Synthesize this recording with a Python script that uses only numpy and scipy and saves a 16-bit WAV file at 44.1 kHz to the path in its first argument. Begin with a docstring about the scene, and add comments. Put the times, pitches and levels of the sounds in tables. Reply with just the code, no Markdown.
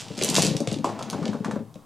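"""Dice are shaken out of a padded plastic bag onto a mat on a table, close up in a small room.
They clack against each other, bright clicks with a faint ring, in one rush and then one by one.
Each landing and tumble on the mat is a soft thud that rings the table, with a knock from a die's corner.
The bag rustles as it flexes; as it is lifted away its creases snap and its wall buckles with hollow pops."""
import sys
import numpy as np
from scipy import signal
from scipy.fft import rfft, irfft
from scipy.io import wavfile
from scipy.ndimage import uniform_filter1d

SR = 44100
rng = np.random.default_rng(int(sys.argv[2]) if len(sys.argv) > 2 else 0)


def wrap_up_sound(samples):
    """Save the sound to the file named by the first command line argument, as 16-bit audio."""
    columns = np.atleast_2d(samples).T
    # keep every value between -1 and 1, then stretch to whole-number steps
    tamed = np.clip(columns, -1, 1)
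    steps = np.round(tamed * 32767).astype(np.int16)
    wavfile.write(sys.argv[1], SR, steps)


N = 81585

# Tone of a hard plastic click, for dice and bag alike (frequency [Hz], gain [dB])
CLICK_TONE = [(300, -8), (1000, -6.5), (1900, -2.5), (2800, 4), (5000, 2), (7800, -2.5), (10000, -12.5),
              (13000, -25), (16000, -73)]


def amp(db):
    """Decibels to gain."""
    return 10 ** (np.asarray(db) / 20)


def unit(x):
    """Scales to rms 1."""
    return x / np.sqrt(np.mean(x ** 2) + 1e-20)


def crest(x, size):
    """Scales so that the loudest stretch of size samples has envelope 1."""
    return x / np.sqrt(2 * uniform_filter1d(x ** 2, size, mode="constant").max() + 1e-20)


def read(points, hz):
    """Reads a table on a log-frequency axis."""
    f, value = np.transpose(points)
    return np.interp(np.log(hz + 1), np.log(f + 1), value)


def add(mix, s, sound):
    """Adds a sound into the mix at s seconds."""
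    part = mix[max(round(s * SR), 0):][:len(sound)]
    part += sound[:len(part)]


def colour(x, db_at):
    """Minimum-phase EQ whose gain in dB is the function db_at(Hz)."""
    hz = abs(np.fft.fftfreq(2048, 1 / SR)) + 1
    log_gain = np.log(amp(np.maximum(db_at(hz), -90)))
    response = np.exp(np.conj(signal.hilbert(log_gain)))
    taps = np.fft.ifft(response).real[:len(hz) // 2]
    return signal.fftconvolve(x, taps)[:len(x)]


def hump(hz, centre_hz, octaves):
    """Gain in dB of a broad resonant peak."""
    return -20 * np.log10(1 + (np.log2(hz / centre_hz) / octaves) ** 2 / 2)


def burst(decay_s, spike):
    """One sharp contact followed by a quickly dying chatter."""
    t = np.arange(4096) / SR
    x = rng.standard_normal(len(t)) * np.exp(-t / decay_s)
    x[0] = spike
    return x


def ring(modes):
    """Rings the modes at random strengths, as if each blow landed on a different spot."""
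    t = np.arange(SR // 4) / SR
    return sum(rng.standard_normal() * amp(db - 60 * t / t60) * np.sin(2 * np.pi * hz * t)
               for hz, db, t60 in modes)


def grains(tone, curve, per_s, spread_db=1.5):
    """A random run of small contacts of uneven size under a level curve."""
    sizes = amp(spread_db * np.minimum(rng.exponential(1, N), 3))
    ticks = sizes * rng.choice([-1, 1], N) * (rng.random(N) < per_s / SR)
    envelope = amp(np.interp(np.arange(N) / SR, *np.transpose(curve)))
    return unit(colour(ticks, lambda hz: read(tone, hz))) * envelope


def dice_rattle():
    """Dice jostle in the bag and the heap: a fine spray of tiny clicks."""
    # Swell of the rattle (time [s], level [dB])
    swell = [(0, -37), (.069, -53.5), (0.161, -47.5), (.23, -36.5), (.335, -36.5), (.37, -33), (.45, -31.5),
             (.51, -40.5), (.65, -59.5), (.73, -43), (.81, -67), (.87, -49), (.96, -60.5), (1.27, -53.5),
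             (1.41, -63), (1.46, -66), (1.62, -82)]
    return grains(CLICK_TONE, swell, per_s=1000)


def dice_clacks():
    """Hard dice meet: a bright click and a faint ring."""
    # Die against die (time [s], level [dB], tilt above 1 kHz [dB/octave])
    hits = [(.012, -29.5, 13), (0.0837, -32, -2.5), (.178, -26, 6), (.19, -21, 0.5), (0.2126, -17.5, -4.5),
            (0.2218, -19.5, -0.5), (0.2246, -13.5, 5), (0.2894, -11, 3.5), (0.2997, -13.5, 10),
            (.303, -19, 2), (0.344, -17, 12), (0.3532, -7, 3), (.364, -6.5, 1), (0.3678, -11, 0.5),
            (0.3681, -13.5, 4), (0.3745, -15, 12), (0.3796, -13.5, 7.5), (.388, -15.5, 15), (.395, -15, 9),
            (.4212, -8, 6), (0.4271, -11.5, 8), (0.4366, -18, 8), (0.4487, -13, 6.5), (.461, -24, 11),
            (0.4669, -12, 8), (.567, -18, 3.5), (0.604, -23.5, 7), (0.6739, -19, -2), (.687, -27, 1),
            (0.7153, -22.5, -2.5), (0.7282, -25, 10), (.7428, -23, -3), (.787, -32.5, .5),
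            (1.2552, -21.5, -4), (1.756, -45, -2.5), (1.2796, -28.5, -2.5)]
    # Modes of a die (frequency [Hz], level [dB], t60 [s])
    die_modes = [(2814, 1.5, 0.12), (3830, -1, .1), (4660, -1.2, .08), (4860, -0.37, 0.07), (5670, -1, .05),
                 (6450, 0, .06)]
    out = np.zeros(N)
    for s, db, tilt in hits:
        click = colour(burst(decay_s=0.0025, spike=4.96),
                       lambda f: read(CLICK_TONE, f) + tilt * np.log2(np.maximum(f, 1000) / 5000))
        add(out, s, amp(db - 1.5) * crest(click, size=24))
        add(out, s, amp(db - 24.5) * crest(ring(die_modes), size=200))
    return out


def mat_thuds():
    """The mat softens each landing to a low push that rings the table; a die's corner adds a knock."""
    # Dice landing on the mat (time [s], thud level [dB], pitch [Hz], knock level [dB])
    landings = [(0.019, -30.5, 155, -49), (0.104, -22.5, 172, -30.5), (0.178, -25.5, 190, -29),
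                (0.214, -20.5, 380, -23.5), (0.227, -20.5, 166, -23.5), (.247, -23, 178, -23.5),
                (0.285, -19, 226, -27.5), (.304, -19.5, 172, -29), (0.328, -23.5, 168, -45),
                (0.366, -19.5, 173, -34), (.379, -31, 143, -23), (.388, -9, 187, -31),
                (0.434, -16.5, 198, -20), (0.448, -13.5, 164, -23.5), (.475, -14, 161, -23.5),
                (.485, -18.5, 306, -39), (0.508, -14.5, 156, -26), (.548, -15, 162, -21),
                (.604, -19.5, 244, -22), (0.616, -20, 228, -26), (.673, -17, 154, -21),
                (0.719, -16.5, 205, -26), (0.73, -24, 153, -28), (0.763, -19, 278, -32.5),
                (0.791, -22, 195, -31), (.805, -18.5, 214, -46), (.845, -20, 263, -40),
                (1.126, -22.5, 176, -31), (1.146, -16.5, 246.5, -23.5), (1.189, -23.5, 235, -28.5),
                (1.214, -15.5, 175, -31.5), (1.243, -19.5, 230, -31), (1.261, -24.5, 233, -24.5),
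                (1.288, -14, 218, -25), (1.346, -16.5, 229, -26), (1.4035, -17.5, 198.4, -32.5),
                (1.455, -19.5, 207, -39), (1.482, -19.5, 229, -25), (1.532, -18, 198, -37),
                (1.561, -15, 213, -23), (1.605, -25.5, 215, -52), (1.756, -28.5, 194, -37)]
    # Modes of the tabletop (frequency [Hz], level [dB], t60 [s])
    table_modes = [(112, -3.5, 0.49), (154.3, -1, 0.35), (216.8, -2, .36), (290.3, -0.5, 0.37),
                   (431.2, 2.5, 0.077), (528, -5.5, 0.25)]
    # Dull tone of a corner's knock (frequency [Hz], gain [dB])
    knock_tone = [(120, -30), (300, 3), (580, 0.5), (900, -17.5), (3000, -46.5), (12000, -84)]
    rise_s, decay_s, low_cut_hz = 0.003, 0.0068, 93.3
    out, t = np.zeros(N), np.arange(SR // 8) / SR
    envelope = (1 - np.exp(-(t / rise_s) ** 2)) * np.exp(-t / decay_s)
    for s, db, hz, knock_db in landings:
        push = -np.sin(2 * np.pi * hz * t) * envelope
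        knock = colour(burst(decay_s, spike=6.1), lambda f: read(knock_tone, f))
        # Modes near the thud's pitch are driven hardest.
        modes = [(f, mode_db + hump(f, hz, octaves=1), t60) for f, mode_db, t60 in table_modes]
        add(out, s, amp(db - 3.5) * crest(push, size=130))
        add(out, s, amp(knock_db) * crest(knock, size=130))
        add(out, s, amp(db - 12.5) * crest(ring(modes), size=130))
    return signal.sosfilt(signal.butter(5, low_cut_hz, "high", fs=SR, output="sos"), out)


def bag_rustle():
    """The padded bag flexes in the hand: a low, grainy rustle."""
    # Swell of the rustle (time [s], level [dB])
    swell = [(0.151, -45.5), (.23, -40.5), (.39, -27), (.52, -40), (0.819, -47.5), (.87, -35.5),
             (0.951, -37), (1.08, -37.5), (1.33, -39), (1.421, -51), (1.47, -34.5), (1.57, -42),
             (1.64, -57)]
    # Muffled tone of the bag (frequency [Hz], gain [dB])
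    tone = [(65, -38), (115, 1.5), (220, 9.5), (400, -1.5), (900, -3), (1400, -13.5), (2200, -17.5),
            (7000, -34), (15000, -62)]
    return grains(tone, swell, per_s=700)


def bag_pops():
    """The bag's wall buckles with a hollow pop and a crack."""
    # Buckles (time [s], pop level [dB], cutoff [Hz], pop decay [s], crack level relative to pop [dB])
    buckles = [(0.2267, -25, 1000, 0.0027, -22), (0.343, -24, 1500, 0.0065, -24),
               (0.3823, -8.5, 1064, 0.0019, -28), (0.8441, -10.5, 1010, 0.002, -15),
               (.857, -19.5, 860, 0.0068, -12.5), (.8695, -17, 980, 0.0028, -36),
               (0.89, -19.5, 1050, 0.0028, -18), (.899, -19.5, 1200, .003, -21),
               (0.991, -26, 1320, 0.014, -8.5), (1.009, -25, 1310, 0.0077, -18),
               (1.13, -25, 1570, 0.012, -8.5), (1.228, -30, 1500, 0.011, -9.5),
               (1.3313, -27.5, 1500, 0.023, -15), (1.4463, -19, 2010, 0.0048, -12.5),
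               (1.46, -28, 1760, 0.0087, -22), (1.5113, -21.5, 1700, 0.0042, -12.5),
               (1.557, -31.5, 1650, 0.011, -15)]
    # Hollow tone of a pop (frequency [Hz], gain [dB])
    tone = [(50, -50), (230, -6), (550, -3), (900, -1), (2000, -8)]
    rolloff_db_per_octave = 35.5
    out = np.zeros(N)
    for s, db, cutoff_hz, decay_s, crack_db in buckles:
        pop = colour(burst(decay_s, spike=5.5),
                     lambda f: read(tone, f) - rolloff_db_per_octave * np.log2(np.maximum(f / cutoff_hz, 1)))
        crack = colour(burst(decay_s=0.01, spike=6.15), lambda f: 0.8 * read(CLICK_TONE, f))
        add(out, s, amp(db - 1) * crest(pop, size=50))
        add(out, s, amp(db + crack_db) * crest(crack, size=24))
    return out


def crease_snaps():
    """Creases in the plastic snap with short, bright ticks."""
    # Snapping creases (time [s], level [dB], centre [Hz])
    creases = [(0.2361, -8.5, 8200), (0.2465, -11, 10100), (1.026, -23.5, 5300), (1.03, -27, 4500),
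               (1.1005, -18, 6500), (1.109, -25, 5700), (1.7423, -39.5, 5400)]
    out = np.zeros(N)
    for s, db, hz in creases:
        snap = colour(burst(decay_s=0.0013, spike=3.3),
                      lambda f: hump(f, hz, octaves=0.6) + 0.48 * read(CLICK_TONE, f))
        add(out, s, amp(db - 2) * crest(snap, size=24))
    return out


def room_tone():
    """A quiet, steady bed of low noise."""
    # Tone of the room's noise (frequency [Hz], gain [dB])
    tone = [(25, -7.5), (70, -10), (120, 6), (200, -7), (400, -18), (1100, -10.5), (1800, -31), (9000, -29),
            (15000, -35)]
    return amp(-54) * unit(colour(rng.standard_normal(N), lambda hz: read(tone, hz)))


def reflections(x, onset_s):
    """Dense small-room reverb; three tails crossfade steadily to keep ringing tones out of the decay."""
    # Decay of the room (frequency [Hz], t60 [s])
    decay = [(120, 0.03), (350, 0.37), (1000, 0.15), (4000, 0.2844), (8000, 0.19), (14000, 0.3)]
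    # Reverb return (frequency [Hz], level [dB])
    return_eq = [(100, -10.5), (300, -5.5), (1000, -4.5), (4000, -3), (12000, -5.5)]
    crossfade_s = 0.06
    out, rotation = np.zeros(N), np.arange(N) / SR / crossfade_s
    for k in range(3):
        hz, t, bands = signal.stft(rng.standard_normal(SR // 2), SR, nperseg=256)
        t60 = read(decay, hz)[:, None]
        envelope = amp(read(return_eq, hz)[:, None] - 60 * t / t60)
        equal_energy = np.sqrt(2 * np.log(1000) / (t60 * SR))
        tail = signal.istft(bands * envelope * equal_energy, SR, nperseg=256)[1]
        fade_in = np.minimum(np.arange(len(tail)) / SR / onset_s, 1)
        send = np.cos(np.pi * (rotation + k / 3)) * np.sqrt(2 / 3)
        out += signal.fftconvolve(x * send, tail * fade_in)[:N]
    return out


def scene():
    """Dice and bag in the middle, with the room around them."""
    # Stereo width of the reverb (frequency [Hz], side gain [dB])
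    width = [(100, -26), (1100, -10.5), (2200, -50), (4500, -14), (8000, -1.5), (14000, -5.5)]
    near = dice_clacks() + mat_thuds() + crease_snaps() + bag_pops() + dice_rattle() + bag_rustle()
    mid = near + reflections(near, onset_s=0.0083) + room_tone()
    side = colour(reflections(near, onset_s=0.00068), lambda hz: read(width, hz))
    side += amp(-9) * room_tone()
    return np.array([mid + side, mid - side])


def record(dry):
    """The microphone leans left in the bass and cuts the extreme treble."""
    # Stereo balance (frequency [Hz], left minus right [dB])
    balance = [(70, 6), (140, 7), (280, 5.5), (550, 2), (1100, 1), (2200, -0.5)]
    cutoff_hz = 16200
    hz = np.fft.rfftfreq(2 * N, 1 / SR)
    lean = amp(read(balance, hz))
    pan = 2 * np.array([lean, np.ones(len(hz))]) / (1 + lean)
    panned = irfft(rfft(dry, 2 * N) * pan)[:, :N]
    lowpass = signal.firwin(511, cutoff_hz, window=("kaiser", 9), fs=SR)
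    return signal.oaconvolve(panned, lowpass[None], "same")


dry = scene()
out = record(dry)
wrap_up_sound(out)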